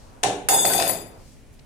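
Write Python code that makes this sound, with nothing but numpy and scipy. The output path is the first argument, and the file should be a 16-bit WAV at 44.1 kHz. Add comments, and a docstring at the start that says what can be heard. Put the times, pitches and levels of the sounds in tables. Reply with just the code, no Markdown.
"""Spoon on a plastic lid

A small steel spoon is put down on a plastic lid on a stone counter: a knock, a ringing clink, a rattle
as it settles. The lid answers the bounces with a hollow note and the tiled kitchen echoes; fingers
rustle faintly in a jar over a low room tone. The left microphone gets most of the treble, so its
limiter ducks at the clink and slowly recovers."""
import sys
import numpy as np
from scipy import signal
from scipy.fft import rfft, irfft
from scipy.io import wavfile
from scipy.ndimage import uniform_filter1d, minimum_filter1d

SR = 44100
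rng = np.random.default_rng(int(sys.argv[2]) if len(sys.argv) > 2 else 0)


def wav_out(sig):
    """Save sig, one row per channel (or a flat mono array), as 16-bit PCM at SR to the path in sys.argv[1]."""
    wavfile.write(sys.argv[1], SR, np.round(np.clip(np.atleast_2d(sig).T, -1, 1) * 32767).astype(np.int16))


N = 72765

# room tone EQ: f/Hz, relative level/dB
ROOM_TONE_EQ = [(12, -25), (20, 12), (142, 3), (172, -4.5), (262, 0.5), (319, -8), (472, -7.5), (1220, -21),
                (2390, -19.5), (3530, -25.5), (9670, -27.5), (16000, -41)]
# hand, sleeve and jar noises: peak t/s, half-width/s, level/dB, centre f/Hz
RUSTLES = [(-0.005, 0.16, -58, 4950), (0.145, 0.22, -52, 710), (0.459, .012, -37, 81),
           (1.15, 0.081, -49.5, 675), (1.284, 0.11, -56.5, 5800), (1.542, 0.017, -59.5, 7900),
           (1.596, 0.0043, -50.5, 3400)]
# hard contacts of the spoon: t/s, level/dB, tilt/(dB/octave), treble edge f/Hz, decay/s, jingle send 0-1
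CONTACTS = [(0.2321, -6, -1.5, 8300, 0.00057, 0), (0.2354, -5.5, 1, 6970, 0.0019, 0),
            (0.2505, -17, -2.5, 8060, 0.0013, 0), (0.2785, -20.5, -7, 7000, 0.0018, 0),
            (0.4867, 6, 3.5, 11400, 0.0032, 0.4), (0.4889, 1.5, 2, 9700, 0.0032, 0.7),
            (0.6524, -4, 2.5, 10600, 0.0028, 0), (0.7001, -14, -1, 7040, 0.0023, 1),
            (0.735, -10.5, 2, 10100, 0.0027, 0.4), (0.78, -16, 4.5, 7000, 0.0026, 0.8),
            (0.7992, -13.5, 0, 7200, 0.0031, 0.35), (0.8236, -12.5, 0, 6260, 0.0023, 0.3),
            (0.87, -24, -4, 5360, 0.0038, 1), (0.877, -12, 8, 12500, 0.0022, 0.27),
            (0.8961, -16, -0.5, 10100, 0.0023, 0.2)]
# base EQ of a contact: f/Hz, relative level/dB
CONTACT_EQ = [(60, -14), (200, -21.5), (400, 2.5), (700, -1.5), (1300, 1.5), (2200, -0.5), (4000, -2),
              (6000, -5.5), (9500, -2), (11500, -9.5), (13500, -13), (16000, -56)]
# extra EQ on the contacts at the right microphone: f/Hz, gain/dB
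RIGHT_MIC_EQ = [(100, -2.5), (800, 1), (1500, -4), (2500, -3.5), (4500, -14.5), (8000, -19), (11000, -16.5),
                (15000, 5)]
# blows that reach the lid: t/s, level/dB, pitch ratio, tilt about the hollow note/(dB/octave)
KNOCKS = [(0.233, -21, 1, -2), (0.2415, -10.5, 1.052, -0.5), (0.258, -13.5, 1.044, 0.5),
          (0.286, -22, 1.02, -3), (0.307, -20, 1.01, 2.5), (0.487, -17, 0.89, -2.5), (0.496, -13, 1.02, 6),
          (0.509, -8.5, 1.03, 6), (0.53, -11.5, 1.13, -1), (0.544, -12, 1.094, 0), (0.568, -19, 1.06, 6.5),
          (0.648, -9, 0.98, -0.5), (0.70, -26.5, 1.4, -3.5), (0.748, -15, 1, 2), (0.789, -13.5, .97, 0.5),
          (0.808, -17.5, 0.92, 0), (0.835, -20.5, .95, -2), (0.897, -18.5, 0.9, -2)]
# the lid's modes: f/Hz, relative level/dB, t60/s
LID_MODES = [(117.3, -25.5, 0.3), (187.7, -20.5, 0.18), (276.2, -22, 0.27), (384.6, -9, 0.086),
             (459.7, -19, 0.25), (581.5, -16, 0.18), (703, -14, 0.047), (733.5, 0.5, 0.048),
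             (781.4, -3.5, 0.048), (863, -28.5, 0.035)]
# the lid's stereo balance: left gain/dB, right gain/dB
LID_PAN_DB = [-3.5, -1]
# strikes that ring the spoon, each at another place (the fingers damp the first): t/s, base t60/s
STRIKES = [(0.233, 0.079), (0.489, 1.17), (0.651, 1.1), (0.878, 0.32)]
# the spoon's modes: f/Hz
SPOON_HZ = [3532, 3806, 4576, 4872, 4958, 6573, 6789, 7713, 8264, 8850, 9130, 9245, 10254, 10384, 11713,
            12037, 12465, 13915, 14910, 15069]
# a row per spoon mode: level/dB at each of the four strikes, right minus left/dB, ratio to the base t60
SPOON_VOICING = [(-38, -14.5, -24, -34.5, -10, 1.2), (-46, -31, -43, -43, -2.5, 0.62),
                 (-39, -27.5, -26, -32, -1.5, 0.45), (-46, -38, -35, -39, -15, 1.87),
                 (-39, -19.5, -38, -30.5, -7.5, 0.83), (-42, -15.5, -26.5, -35, -15, 0.88),
                 (-39, -9.5, -30.5, -28, -17, 1), (-20, -4.5, -26.5, -27.5, -15.5, 0.93),
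                 (-33, -9, -17.5, -48, -19, 0.71), (-33, -16, -44, -48, -19, 0.51),
                 (-36, -25, -34, -44, -18, .6), (-38, -24, -41, -36, -19, 0.34),
                 (-39, -8, -21.5, -19.5, -19, 0.93), (-20, -7.5, -19, -26, -17, 0.84),
                 (-36, -43, -20, -32, -28.5, 0.81), (-46, -28, -21, -23, -12.5, 0.85),
                 (-56, -27, -28, -36, -14, 0.28), (-60, -11.5, -19, -21, -10, 0.49),
                 (-58, -31, -23, -59, -11, 0.41), (-57, -15, -15, -53, -5, 0.23)]
# reverb time of the kitchen: f/Hz, t60/s
KITCHEN_T60 = [(100, 0.94), (260, 0.84), (700, 0.51), (1800, 0.57), (5000, 0.36), (13000, 0.39)]
# the spoon skids on the lid: peak t/s, half-width/s, level/dB, resonance f/Hz
SKIDS = [(0.715, 0.0083, -30, 1563), (0.814, 0.034, -36, 2495)]


def undb(db):
    """Decibels to amplitude."""
    return 10 ** (np.asarray(db) / 20)


def unit(x):
    """Scale to rms 1."""
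    return x / np.sqrt(np.mean(x ** 2))


def freqs():
    """Frequency of each spectral bin, at least 1 Hz."""
    return np.maximum(np.arange(N // 2 + 1) * SR / N, 1)


def curve(points):
    """A table read at every bin, on a log frequency axis."""
    hz, value = np.array(points).T
    return np.interp(np.log(freqs()), np.log(hz), value)


def colour(x, gain):
    """EQ by a gain per bin."""
    return irfft(rfft(x) * gain, N)


def minimum_phase(gain):
    """Short, front-loaded impulse response with this EQ shape and unit energy."""
    cepstrum = irfft(np.log(gain + 1e-9), N)
    cepstrum[1:N // 2] *= 2
    cepstrum[N // 2:] = 0
    impulse = irfft(np.exp(rfft(cepstrum)), N)[:512]
    return impulse / np.sqrt(np.sum(impulse ** 2))


def since(start):
    """Seconds since an event, zero before it."""
    return np.maximum(np.arange(N) / SR - start, 0)


def in_room(x, echo, wet_db):
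    """Direct sound plus its reverb."""
    return x + undb(wet_db) * signal.fftconvolve(np.atleast_2d(x), echo, axes=1)[:, :N]


def room_tone(mid_db=-49.5, width=0.66):
    """A steady bed of low rumble and thin hiss."""
    mid, side = unit(colour(rng.standard_normal((2, N)), undb(curve(ROOM_TONE_EQ))))
    return undb(mid_db) * np.array([mid + width * side, mid - width * side])


def fingers(right_db=-3):
    """Soft brushes and a bump as the hands move: swells of band-limited noise."""
    t, out = since(0), np.zeros((2, N))
    for at, half_width, db, hz in RUSTLES:
        band = np.exp(-np.log2(freqs() / hz) ** 2)
        brush = unit(colour(rng.standard_normal((2, N)), band))
        out += undb(db) * brush * np.exp(-((t - at) / half_width) ** 2)
    return out * undb([[0], [right_db]])


def contacts(echo, edge_damping=0.57):
    """Each contact is a short crack with its own brightness; once let go, the spoon jingles too."""
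    ticks, jingle_send = np.zeros((2, 2, N))
    f = freqs()
    for start, db, tilt, edge_hz, decay, send in CONTACTS:
        t = since(start)
        crack = rng.standard_normal((2, N)) * (t > 0) * np.exp(-t / decay)
        edge = 1 / np.hypot(1 - (f / edge_hz) ** 2, edge_damping * f / edge_hz)  # resonant low-pass
        eq_db = curve(CONTACT_EQ) + tilt * np.log2(np.maximum(f, 500))
        tone = minimum_phase(edge * undb(eq_db))
        tick = undb(db) * signal.oaconvolve(crack, tone[None], axes=1)[:, :N]
        ticks += tick
        jingle_send += send * tick
    left, right = in_room(ticks + jingle(jingle_send), echo, wet_db=0)
    return np.array([left, colour(right, undb(curve(RIGHT_MIC_EQ)))])


def kitchen(alike_below_hz=1160, build_s=0.00043, top_hz=10500):
    """Diffuse impulse response of the tiles: lows last longer and are alike at both microphones."""
    t, f = since(0), freqs()
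    own, shared = rng.standard_normal((2, N)), rng.standard_normal(N)
    alike = 1 / (1 + (f / alike_below_hz) ** 2)
    spectrum = rfft(colour(own, np.sqrt(1 - alike)) + colour(shared, np.sqrt(alike)))
    hz, t60s = np.array(KITCHEN_T60).T
    echo = np.zeros((2, N))
    for share, t60 in zip(np.eye(len(hz)), t60s):
        band = irfft(spectrum * np.interp(np.log(f), np.log(hz), share), N)
        echo += band * np.exp(-np.log(1000) * t / t60)
    echo *= 1 - np.exp(-t / build_s)
    echo /= np.sqrt(np.sum(echo ** 2, axis=1, keepdims=True))
    absorption = signal.butter(2, top_hz, fs=SR, output="sos")  # air and clutter soak up the top
    return signal.sosfilt(absorption, echo)


def lid(echo, hollow_hz=720, attack_cycles=0.77):
    """Hollow knocks of the lid's modes, lower as the spoon's weight comes to rest on it."""
    out, t = np.zeros(2 * N), since(0)[:N // 2]
    for start, db, pitch, tilt in KNOCKS:
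        onset = int(start * SR)
        detunes = 1 + 0.015 * rng.standard_normal(len(LID_MODES))
        for (hz, mode_db, t60), detune in zip(LID_MODES, detunes):
            gain = undb(db + mode_db + tilt * np.log2(hz / hollow_hz))
            envelope = (1 - np.exp(-t * hz / attack_cycles)) * np.exp(-np.log(1000) * t / t60)
            out[onset:onset + len(t)] += gain * envelope * np.sin(2 * np.pi * hz * pitch * detune * t)
    return in_room(out[:N], echo, wet_db=-0.5) * undb(LID_PAN_DB)[:, None]


def rocking(bandwidth_hz=49):
    """Random waver, rms 1: the rocking spoon turns its modes toward and away from the microphones."""
    return unit(colour(rng.standard_normal(N), np.exp(-(freqs() / bandwidth_hz) ** 2)))


def spoon(echo, attack_s=0.004, choke_s=0.005, waver_db=3.5, waver_rad=0.61):
    """Steel modes ring and waver; the place struck sets their balance, and the highest dies first."""
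    out = np.zeros((2, N))
    starts, t60s = np.array(STRIKES).T
    ages = np.array([since(start) for start in starts])
    gates = 1 - np.exp(-ages / attack_s)
    gates[:-1] *= np.exp(-ages[1:] / choke_s)  # each strike chokes the ring before it
    for hz, (*strike_db, right_db, sustain) in zip(SPOON_HZ, SPOON_VOICING):
        rings = gates * np.exp(-np.log(1000) * ages / (t60s[:, None] * sustain))
        envelope = undb(strike_db) @ rings * undb(waver_db * rocking())
        phase = 2 * np.pi * rng.random((2, 1)) + waver_rad * rocking()
        out += undb([[0], [right_db]]) * envelope * np.sin(2 * np.pi * hz * since(0) + phase)
    return in_room(out, echo, wet_db=-2.5)


def jingle(ticks, resonance_db=12, t60_s=0.14):
    """A light touch rings the spoon's modes briefly, each time with another phase and strength."""
    rate, t = np.log(1000) / t60_s, since(0)[:N // 4]
    modes = np.cos(2 * np.pi * np.outer(SPOON_HZ, t)).sum(axis=0)
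    ring = 2 * rate / SR * np.exp(-rate * t) * modes
    return undb(resonance_db) * signal.fftconvolve(ticks, ring[None], axes=1)[:, :N]


def skids(echo, slips_per_s=600, width_octaves=0.11):
    """The sliding spoon rasps: quick stick-slip ticks through a resonance of the plastic."""
    t, out = since(0), np.zeros(N)
    for at, half_width, db, hz in SKIDS:
        slips = (rng.random(N) < slips_per_s / SR).astype(float)
        resonance = np.exp(-(np.log2(freqs() / hz) / width_octaves) ** 2)
        rasp = unit(colour(slips, resonance))
        out += undb(db) * rasp * np.exp(-((t - at) / half_width) ** 2)
    return in_room(out, echo, wet_db=-1.5)


def scene():
    """Spoon and lid share one kitchen reverb; fingers and room tone stay dry."""
    echo = kitchen()
    return contacts(echo) + lid(echo) + spoon(echo) + skids(echo) + fingers() + room_tone()


def record(dry, threshold_db=-13.5, detect_s=0.0053, release_db_per_s=61.5, cut_hz=16000):
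    """A limiter per channel, quick to duck and slow to recover, then a hard clip and a steep high cut."""
    window = int(detect_s * SR)
    power_db = 10 * np.log10(np.maximum(uniform_filter1d(dry ** 2, window, axis=1), 1e-12))
    duck_db = minimum_filter1d(np.minimum(threshold_db - power_db, 0), window, axis=1)
    recovery_db = release_db_per_s * since(0)
    gain_db = np.minimum.accumulate(duck_db - recovery_db, axis=1) + recovery_db
    limited = dry * undb(uniform_filter1d(gain_db, window, axis=1))
    high_cut = signal.ellip(8, 0.2, 70, cut_hz, fs=SR, output="sos")
    return signal.sosfilt(high_cut, np.clip(limited, -1, 1))


dry = scene()
out = record(dry)
wav_out(out)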